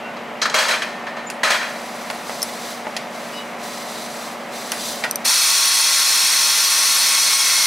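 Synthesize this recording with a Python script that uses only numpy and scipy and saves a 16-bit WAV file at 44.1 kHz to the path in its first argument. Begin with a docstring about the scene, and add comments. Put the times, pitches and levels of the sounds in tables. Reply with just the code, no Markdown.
"""Air jet under a truck

A diesel idles in a workshop and steel clanks further off in the hall. A socket clicks and knocks on a
gearbox air fitting and a little air seeps out. Then the line opens: a loud, faintly whistling jet
blows against the chassis and pulls the automatic gain down."""
import sys
import numpy as np
from scipy import signal
from scipy.fft import rfft, irfft, next_fast_len
from scipy.io import wavfile
from scipy.ndimage import uniform_filter1d

SR = 44100
rng = np.random.default_rng(int(sys.argv[2]) if len(sys.argv) > 2 else 0)


def int16_out(signal):
    """Quantize to a 16-bit WAV file."""
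    q = np.round(np.clip(np.atleast_2d(signal).T, -1, 1) * 32767)
    wavfile.write(sys.argv[1], SR, q.astype(np.int16))


N = 337806
TIME = np.arange(N) / SR
FREQS = np.maximum(np.fft.rfftfreq(next_fast_len(N), 1 / SR), 1)

# open jet: (frequency [Hz], density [dB])
JET_SPECTRUM = [(250, -31.5), (500, -25.5), (750, -17.5), (900, -12), (1400, -12.5), (2600, -9),
                (3100, -15), (4200, 1.8), (6000, 3.5), (7500, -10), (10000, -11.5), (12500, -20.5),
                (15600, -25.5)]
# peaks and notches of the socket and the gap under the gearbox: (centre [Hz], width [Hz], gain [dB])
CAVITY_PEAKS = [(436, 22, 6), (793, 32, -4), (1056, 97, -5), (1380, 41, 4), (1693, 45, -9), (1761, 50, 6),
                (2000, 61, 3.5), (2080, 57, -3), (2422, 31, -6), (2585, 38, 5), (3283, 50, 8.5),
                (3550, 70, 2.5), (3750, 190, -3.5), (4000, 86, -8), (4130, 50, 2), (4277, 33, -7),
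                (4360, 60, 5), (4660, 80, 8), (4712, 590, -13.5), (4900, 60, -4), (4972, 40, 3),
                (5170, 79, -7), (5620, 355, -7), (6400, 650, -12), (6535, 106, 9.5), (6931, 316, -4),
                (7950, 140, -5), (8350, 250, 2), (10715, 320, -11), (10835, 260, 12), (12200, 250, 8),
                (14100, 120, 5)]
# line cracks open, then comes free: (time [s], rise [s], level [dB])
JET_OPENINGS = [(5.244, 0.011, -16.5), (5.272, 0.033, -4.5)]


def from_db(db):
    """Decibels to gain."""
    return np.exp(np.asarray(db) * (np.log(10) / 20))


def unit_rms(x):
    """Scale to rms 1."""
    return x / np.sqrt(np.mean(x ** 2) + 1e-20)


def ramp(start_s, rise_s):
    """Linear rise from 0 to 1, then held."""
    return np.clip((TIME - start_s) / rise_s, 0, 1)


def add(out, start_s, sound):
    """Mix a sound in at start_s."""
    start = max(round(start_s * SR), 0)
    out[:, start:start + sound.shape[-1]] += sound[..., :N - start]


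def butter(x, order, hz, kind):
    """Butterworth filter."""
    return signal.sosfilt(signal.butter(order, hz, kind, fs=SR, output="sos"), x)


def at_hz(points, hz):
    """Interpolate on a log-frequency axis."""
    knots_hz, values = np.transpose(points)
    return np.interp(np.log(hz), np.log(knots_hz), values)


def shape_db(spectrum, peaks, hz):
    """Broad spectrum plus bell-shaped peaks and notches."""
    bells_db = sum(db / (1 + (2 * (hz - centre) / width) ** 2) for centre, width, db in peaks)
    return at_hz(spectrum, hz) + bells_db


def ripple_db(hz, spacing_hz):
    """Fine peaks and dips from many reflections; spread about 1 dB."""
    knots_hz = np.arange(0, SR / 2, spacing_hz)
    return np.interp(hz, knots_hz, np.resize(rng.standard_normal(4096), len(knots_hz)))


def drift(rate_hz, size=32768):
    """Smooth random curve of rms 1, rolled off above rate_hz."""
    hz = np.fft.rfftfreq(size, N / size / SR)
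    slow = irfft(rfft(rng.standard_normal(size)) / (1 + (hz / rate_hz) ** 2))
    return np.interp(np.arange(N) * size / N, np.arange(size), unit_rms(slow))


def tone(hz, wander_hz, rate_hz):
    """Sine of rms 1 with wandering pitch."""
    return np.sqrt(2) * np.sin(2 * np.pi * np.cumsum(hz + wander_hz * drift(rate_hz)) / SR)


def stereo_noise(level_db, hz):
    """Shaped noise at two close microphones; rms 1."""
    # left-right likeness: (frequency [Hz], coherence [0-1])
    coherence = [(30, 0.7), (130, 1), (300, 0.88), (600, 0.95), (1200, 0.77), (2500, 0.91), (5000, 0.94),
                 (9000, 1), (15000, 1)]
    alike = np.clip(at_hz(coherence, hz), 0, 1)
    mid, side = rfft(rng.standard_normal((2, 2 * (len(hz) - 1))))
    pair = np.sqrt(1 + alike) * mid + np.sqrt(1 - alike) * side * np.array([[1], [-1]])
    return unit_rms(irfft(pair * from_db(level_db)))


def steady_noise(spectrum, peaks, comb_db=0):
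    """Full-length stereo noise, combed by reflections under the truck to a depth of comb_db."""
    level_db = shape_db(spectrum, peaks, FREQS) + comb_db * ripple_db(FREQS, spacing_hz=45.1)
    return stereo_noise(level_db, FREQS)[:, :N]


def blows(hits, spectrum, peaks, modal_db, rise_s, tail_db, tail_t60_s, size=32768):
    """Each blow excites dense, fast-dying modes; a duller tail lingers in the hall."""
    out, t = np.zeros((2, N)), TIME[:size]
    hz = np.maximum(np.fft.rfftfreq(size, 1 / SR), 1)
    body_db = shape_db(spectrum, peaks, hz) + modal_db * ripple_db(hz, spacing_hz=34.78)
    octaves = np.log2(np.maximum(hz, 400) / 2000)
    for start_s, db, t60_s, tilt_db_per_oct, favoured_hz, lift_db in hits:
        # the place of contact favours one region of modes
        contact_db = lift_db * np.exp(-(np.log2(hz / favoured_hz) / 0.83) ** 2)
        blow_db = body_db + tilt_db_per_oct * octaves + contact_db
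        early = stereo_noise(blow_db, hz) * from_db(-60 * t / t60_s)
        tail = stereo_noise(blow_db - 2.1 * octaves, hz) * from_db(tail_db - 60 * t / tail_t60_s)
        attack = 1 - np.exp(-t / rise_s)
        add(out, start_s, from_db(db) * (early + tail) * attack)
    return out


def struck(hits, modes, spread_db, size=32768):
    """Hits (time [s], level [dB], tilt [dB/oct]) ring damped modes at slightly random strengths."""
    out, t = np.zeros((2, N)), TIME[:size]
    hz, mode_db, t60_s = np.transpose(modes)
    rings = np.sin(2 * np.pi * hz[:, None] * t) * from_db(-60 * t / t60_s[:, None])
    octaves = np.log2(hz / hz.mean())
    for start_s, db, tilt_db_per_oct in hits:
        strength_db = db + mode_db + tilt_db_per_oct * octaves + spread_db * rng.standard_normal(len(hz))
        add(out, start_s, from_db(strength_db) @ rings)
    return out


def diesel(crank_hz=12.468, count=800, size=32768):
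    """Distant idle: the same two crank turns of knocking repeat, smeared by the hall."""
    # envelope of the engine lines: (frequency [Hz], level [dB])
    spectrum = [(30, -60), (70, -18.5), (100, -45), (135, -2.5), (200, -0.5), (330, -4), (480, -3),
                (600, -1.5), (760, -5), (1150, 1), (1500, -11.5), (2100, -12.5), (3200, -18.5), (5000, -34)]
    # orders that boom in the hall: (order [x crank rate], lift [dB])
    booms = [(6, 10.5), (16, 3.5), (18, 9.5), (19, 17), (24, 8.5), (44, 8), (45, -1), (46, 16), (49, 10.5),
             (51, 9.5), (57, 16), (60, 14), (66, 10.5), (69, 12.5), (73, 4), (78, 7)]
    orders = np.arange(1, count + 1) / 2
    lift_db = 3.2 * rng.standard_normal(count)
    lift_db[orders % 3 == 0] += 3   # three firings a turn
    lift_db[orders % 1 > 0] -= 9
    for order, boom_db in booms:
        lift_db[np.argmin(abs(orders - order))] = boom_db
    amplitudes = from_db(at_hz(spectrum, orders * crank_hz) + lift_db)
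    lines = amplitudes * np.exp(2j * np.pi * rng.random(count))
    lines = lines * np.exp(.16j * rng.standard_normal((2, count)))   # echoes differ per side
    cycles = unit_rms(irfft(np.pad(lines, ((0, 0), (1, 0))), size))
    cycles_run = np.cumsum(crank_hz * (1 + 0.000748 * drift(1.45))) / (2 * SR)
    return np.array([np.interp(cycles_run * size, np.arange(size), c, period=size) for c in cycles])


def workshop():
    """Even roar of the hall plus the idling diesel."""
    # hall roar: (frequency [Hz], density [dB])
    spectrum = [(18, -65), (30, -49), (97, -22), (219, -1), (299, -7.5), (479, -7), (606, -1), (1510, -8.5),
                (2070, -7), (3230, -17.5), (4660, -24), (8720, -33), (10200, -38), (11000, -33.5),
                (15500, -43)]
    roar = steady_noise(spectrum, peaks=[(727, 40, 4.5), (228, 136, -10), (139, 68, 2.5)])
    return from_db(-33.5) * roar + from_db(-34.5) * diesel()


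def clanks():
    """Steel tumbles and bounces twice across the hall; harder hits are brighter."""
    # impacts: (time [s], level [dB], early t60 [s], favoured frequency [Hz], its lift [dB])
    impacts = [(0.166, -30, 0.11, 4000, 6), (0.416, -13.5, 0.16, 5040, 12), (0.418, -16, .15, 1340, 22),
               (0.454, -12.5, .11, 1400, 12), (0.498, -14, 0.018, 6000, 10), (0.541, -12.5, .85, 1100, 3),
               (0.585, -11.5, .48, 2500, 1), (0.683, -12, 0.34, 1000, 5), (0.709, -14.5, 0.22, 1720, 4),
               (0.735, -14.5, 0.12, 2440, 7), (0.819, -17, 0.14, 2370, 3), (1.067, -27, .22, 1400, 2),
               (1.166, -28.5, .3, 1760, 2), (1.432, -12.5, 0.66, 1620, 5), (1.503, -11.5, 0.4, 1710, 3),
               (1.545, -15, .15, 1700, 6), (1.611, -20.5, 0.41, 1790, 9)]
    # steel body: (frequency [Hz], density [dB])
    spectrum = [(250, -35), (450, -15.5), (700, -17.5), (1200, -8), (1900, -8.5), (3000, -16),
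                (4300, -13.5), (6500, -28.5), (8000, -27.5), (11000, -33.5), (15600, -46)]
    # its peaks and notches: (centre [Hz], width [Hz], gain [dB])
    peaks = [(625, 420, 13), (2305, 58, -8), (2360, 56, 10.5), (2808, 73, 10), (3320, 230, 11),
             (3425, 170, -14.5), (3887, 76, -28), (3934, 82, 16), (5300, 190, 6.5), (5823, 91, 3),
             (6390, 330, 10.3), (6940, 450, 6), (7150, 153, -7), (7339, 120, 4), (8000, 130, 6),
             (9550, 106, 9)]
    # its long-ringing modes: (frequency [Hz], level [dB], t60 [s])
    modes = [(1248, -10, 0.26), (1610, -27, 0.34), (1810, -12, 1.1), (2330, -18.5, 0.48), (4130, -23, 0.42),
             (6480, -28, 0.19)]
    hits, ring_hits = [], []
    for start_s, db, t60_s, favoured_hz, lift_db in impacts:
        tilt_db_per_oct = 0.26 * (db + 20.5)
        ring_db = 0 if start_s > 1 else -9   # the later crash rings more freely
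        hits.append((start_s, db, t60_s, tilt_db_per_oct, favoured_hz, lift_db))
        ring_hits.append((start_s, db + ring_db, tilt_db_per_oct))
    crash = blows(hits, spectrum, peaks, modal_db=2.8, rise_s=.0012, tail_db=-17, tail_t60_s=.8)
    ring = struck(ring_hits, modes, spread_db=2)
    return butter(crash + ring, 2, 300, "high") * from_db([[.35], [-.35]])


def socket_clicks(echo_t60_s=0.054, echo_db=-14):
    """Socket and wrench ring briefly and reflect off the chassis."""
    # contacts: (time [s], level [dB], tilt [dB/oct], wrench offset [dB])
    contacts = [(2.4194, -19, -10, 13), (2.4283, -11, 3, 14), (4.7186, -11, -5, -6), (5.111, -7, 2, -20),
                (5.1575, -9, -2, -20)]
    # socket: (frequency [Hz], level [dB], t60 [s])
    socket_modes = [(4670, -16, 0.013), (5800, -11, 0.009), (6030, -6, 0.017), (8300, -15, .01),
                    (9100, -1.5, 0.0095), (11400, -18, .012), (12000, -6, .012)]
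    # wrench: (frequency [Hz], level [dB], t60 [s])
    wrench_modes = [(5380, -14, 0.03), (10000, -26, 0.037)]
    socket = struck([(s, db, tilt) for s, db, tilt, _ in contacts], socket_modes, spread_db=2)
    wrench_hits = [(s, db + offset_db, tilt) for s, db, tilt, offset_db in contacts]
    wrench = struck(wrench_hits, wrench_modes, spread_db=1)
    # small parts radiate no bass; contact time limits the top
    clicks = butter(socket + wrench, 6, [4100, 13200], "band")
    t = TIME[:SR // 4]
    echoes = rng.standard_normal((2, len(t))) * from_db(-60 * t / echo_t60_s)
    echoes /= np.sqrt(np.sum(echoes ** 2, axis=1, keepdims=True))
    reflected = signal.fftconvolve(clicks, echoes, axes=1)[:, :N]
    return clicks + from_db(echo_db) * reflected


def casing_knocks(contact_lift_db=9):
    """Duller knocks of the tool on the gearbox casing."""
    # knocks: (time [s], level [dB], early t60 [s], tilt [dB/oct], favoured frequency [Hz])
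    knocks = [(1.3001, -22, .045, 2, 8500), (2.1005, -15, .03, 1, 650), (2.110, -20, 0.017, 4, 800),
              (2.295, -18.5, .04, -1, 900), (2.4287, -19.5, 0.037, 6, 9500), (2.868, -19.5, .05, -4, 810),
              (2.9653, -17.5, 0.057, 3, 4500), (4.7194, -12, .017, 7, 900), (5.038, -13.5, 0.057, 0, 3300),
              (5.0433, -17, 0.11, 1.5, 1100)]
    # casing: (frequency [Hz], density [dB])
    spectrum = [(150, -46), (500, 2), (1000, 0.5), (2000, 6), (4000, -8.5), (6000, -11.5), (10000, -13),
                (15600, -29)]
    # its resonances: (centre [Hz], width [Hz], gain [dB])
    peaks = [(1930, 94, 2.1), (2740, 400, 2.2), (4400, 910, 6.7), (5860, 400, 4.5)]
    hits = [(*knock, contact_lift_db) for knock in knocks]
    return blows(hits, spectrum, peaks, modal_db=6.5, rise_s=0.00028, tail_db=-14.5, tail_t60_s=0.31)


def squeaks():
    """Metal sliding on metal sings briefly, in uneven slips."""
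    # squeak partials: (time [s], length [s], frequency [Hz], level [dB])
    partials = [(0.0, .16, 1484, -42), (0.0, 0.125, 2740, -41), (1.262, .034, 7070, -39),
                (3.313, 0.15, 2945, -39), (3.34, 0.099, 3870, -42), (3.323, 0.092, 5020, -43)]
    out = np.zeros(N)
    for start_s, length_s, hz, db in partials:
        swell = np.sin(np.pi * np.clip((TIME - start_s) / length_s, 0, 1))
        out += from_db(db + 2.8 * drift(120)) * swell * tone(hz, wander_hz=0.0091 * hz, rate_hz=240)
    return out


def seep(attack_s=0.064, release_s=0.082, seated_db=-62.5, disturbed_db=-47):
    """Hiss swells as the fitting is handled, over a faint leak that grows when first disturbed."""
    # hand unseats the fitting: (start [s], end [s], level [dB])
    swells = [(1.55, 2.21, -41), (2.225, 2.722, -36), (3.102, 3.36, -41.5), (3.58, 4.273, -36.5),
              (4.493, 5, -35.5), (4.747, 4.907, -29)]
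    # seeping air: (frequency [Hz], density [dB])
    spectrum = [(500, -17.5), (1500, -32), (3000, -3), (4500, -1), (6000, -0.5), (8000, -4.5),
                (11000, -9.5), (13000, -12), (15600, -16)]
    # resonances of the narrow leak: (centre [Hz], width [Hz], gain [dB])
    peaks = [(3160, 740, 1), (4020, 230, 6.5), (4600, 180, -0.5), (5020, 70, 9), (6700, 460, -3),
             (7930, 300, 1.5), (9440, 500, 0), (10600, 120, -1), (11080, 200, 4)]
    flow = from_db(seated_db + (disturbed_db - seated_db) * ramp(swells[0][0], attack_s))
    for start_s, end_s, db in swells:
        swell = ramp(start_s, attack_s) * np.exp(-np.maximum(TIME - end_s, 0) / release_s)
        flow = np.hypot(flow, from_db(db) * swell)   # powers add
    return flow * from_db(0.89 * drift(25)) * steady_noise(spectrum, peaks, comb_db=3)


def flickers():
    """Shrill narrow tones that come and go in the jet."""
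    # tones: (frequency [Hz], wander [Hz], level re jet [dB], flicker rate [Hz])
    tones = [(5400, 130, -27, 52), (5930, 88, -30, 64), (8500, 260, -24, 82), (9770, 220, -23.5, 65),
             (12200, 50, -29, 110), (13600, 500, -32, 90)]
    out = np.zeros(N)
    for hz, wander_hz, db, flicker_hz in tones:
        level_db = db + 6.8 * np.minimum(drift(flicker_hz), 2.8)
        out += from_db(level_db) * tone(hz, wander_hz, rate_hz=148)
    return out


def edge_tone(scoop_depth=.62, settle_s=.045, wander_hz=4.5):
    """The whistle slides up as the air gathers speed; partials swell on crossing cavity resonances."""
    # settled whistle: (time [s], pitch [Hz], lift of its octave [dB])
    track = [(5.42, 1106, 0), (5.8, 1094, 0), (6.25, 1077, 7), (6.65, 1092, 0), (7.05, 1101, 11),
             (7.35, 1090, 16), (7.66, 1074, 17)]
    # harmonics 1-5 before jet and cavity colour them: (level [dB])
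    partials_db = [-3, -18, -16, -15.5, -27]
    track_s, track_hz, track_db = np.transpose(track)
    octave_db = np.interp(TIME, track_s, track_db)
    open_s = np.maximum(TIME - JET_OPENINGS[0][0], 0)
    pitch_hz = np.interp(TIME, track_s, track_hz) * (1 - scoop_depth * np.exp(-open_s / settle_s))
    phase = 2 * np.pi * np.cumsum(pitch_hz + wander_hz * drift(70)) / SR
    hz = FREQS[::64]
    colour_db = shape_db(JET_SPECTRUM, CAVITY_PEAKS, hz)
    out = np.zeros(N)
    for k, db in enumerate(partials_db, 1):
        lift_db = octave_db * (1 if k == 2 else .1)
        level_db = db + np.interp(k * pitch_hz, hz, colour_db) + lift_db
        out += from_db(level_db + 2 * drift(23)) * np.sin(k * phase)
    return out


def jet():
    """Turbulent air rings the cavity and sheds an edge tone and shrill flickers."""
    opening = sum(from_db(db) * ramp(start_s, rise_s) for start_s, rise_s, db in JET_OPENINGS)
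    flow = opening * from_db(0.39 * drift(29))
    comb_db = at_hz([(6000, 1.8), (9000, 3.0)], FREQS)
    hiss = butter(steady_noise(JET_SPECTRUM, CAVITY_PEAKS, comb_db), 3, 200, "high")
    return flow * (hiss + flickers() + edge_tone()) * from_db([[.25], [-.25]])


def scene():
    """Stereo sum of all sources."""
    return workshop() + clanks() + socket_clicks() + casing_knocks() + squeaks() + seep() + jet()


def gain_control(x, ceiling_db, attack_s, release_db_per_s):
    """Sustained sound over the ceiling pulls the gain down; it recovers slowly."""
    power = uniform_filter1d(np.mean(x ** 2, axis=0), size=1024)
    over_db = np.maximum(10 * np.log10(np.maximum(power, 1e-12)) - ceiling_db, 0)
    held_db = np.maximum.accumulate(over_db + release_db_per_s * TIME) - release_db_per_s * TIME
    pole = np.exp(-1 / (attack_s * SR))
    return x * from_db(-signal.lfilter([1 - pole], [1, -pole], held_db))


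def record(dry):
    """Gain control, soft clipping, bass cut, steep top cut."""
    bass_cut_hz, top_cut_hz = 55, 15750
    levelled = gain_control(dry, ceiling_db=-15.5, attack_s=0.0032, release_db_per_s=14)
    rounded = 1.339 * np.tanh(levelled / 1.254)
    thinned = butter(rounded, 2, bass_cut_hz, "high")
    return signal.sosfilt(signal.ellip(12, .1, 80, top_cut_hz, fs=SR, output="sos"), thinned)


dry = scene()
out = record(dry)
int16_out(out)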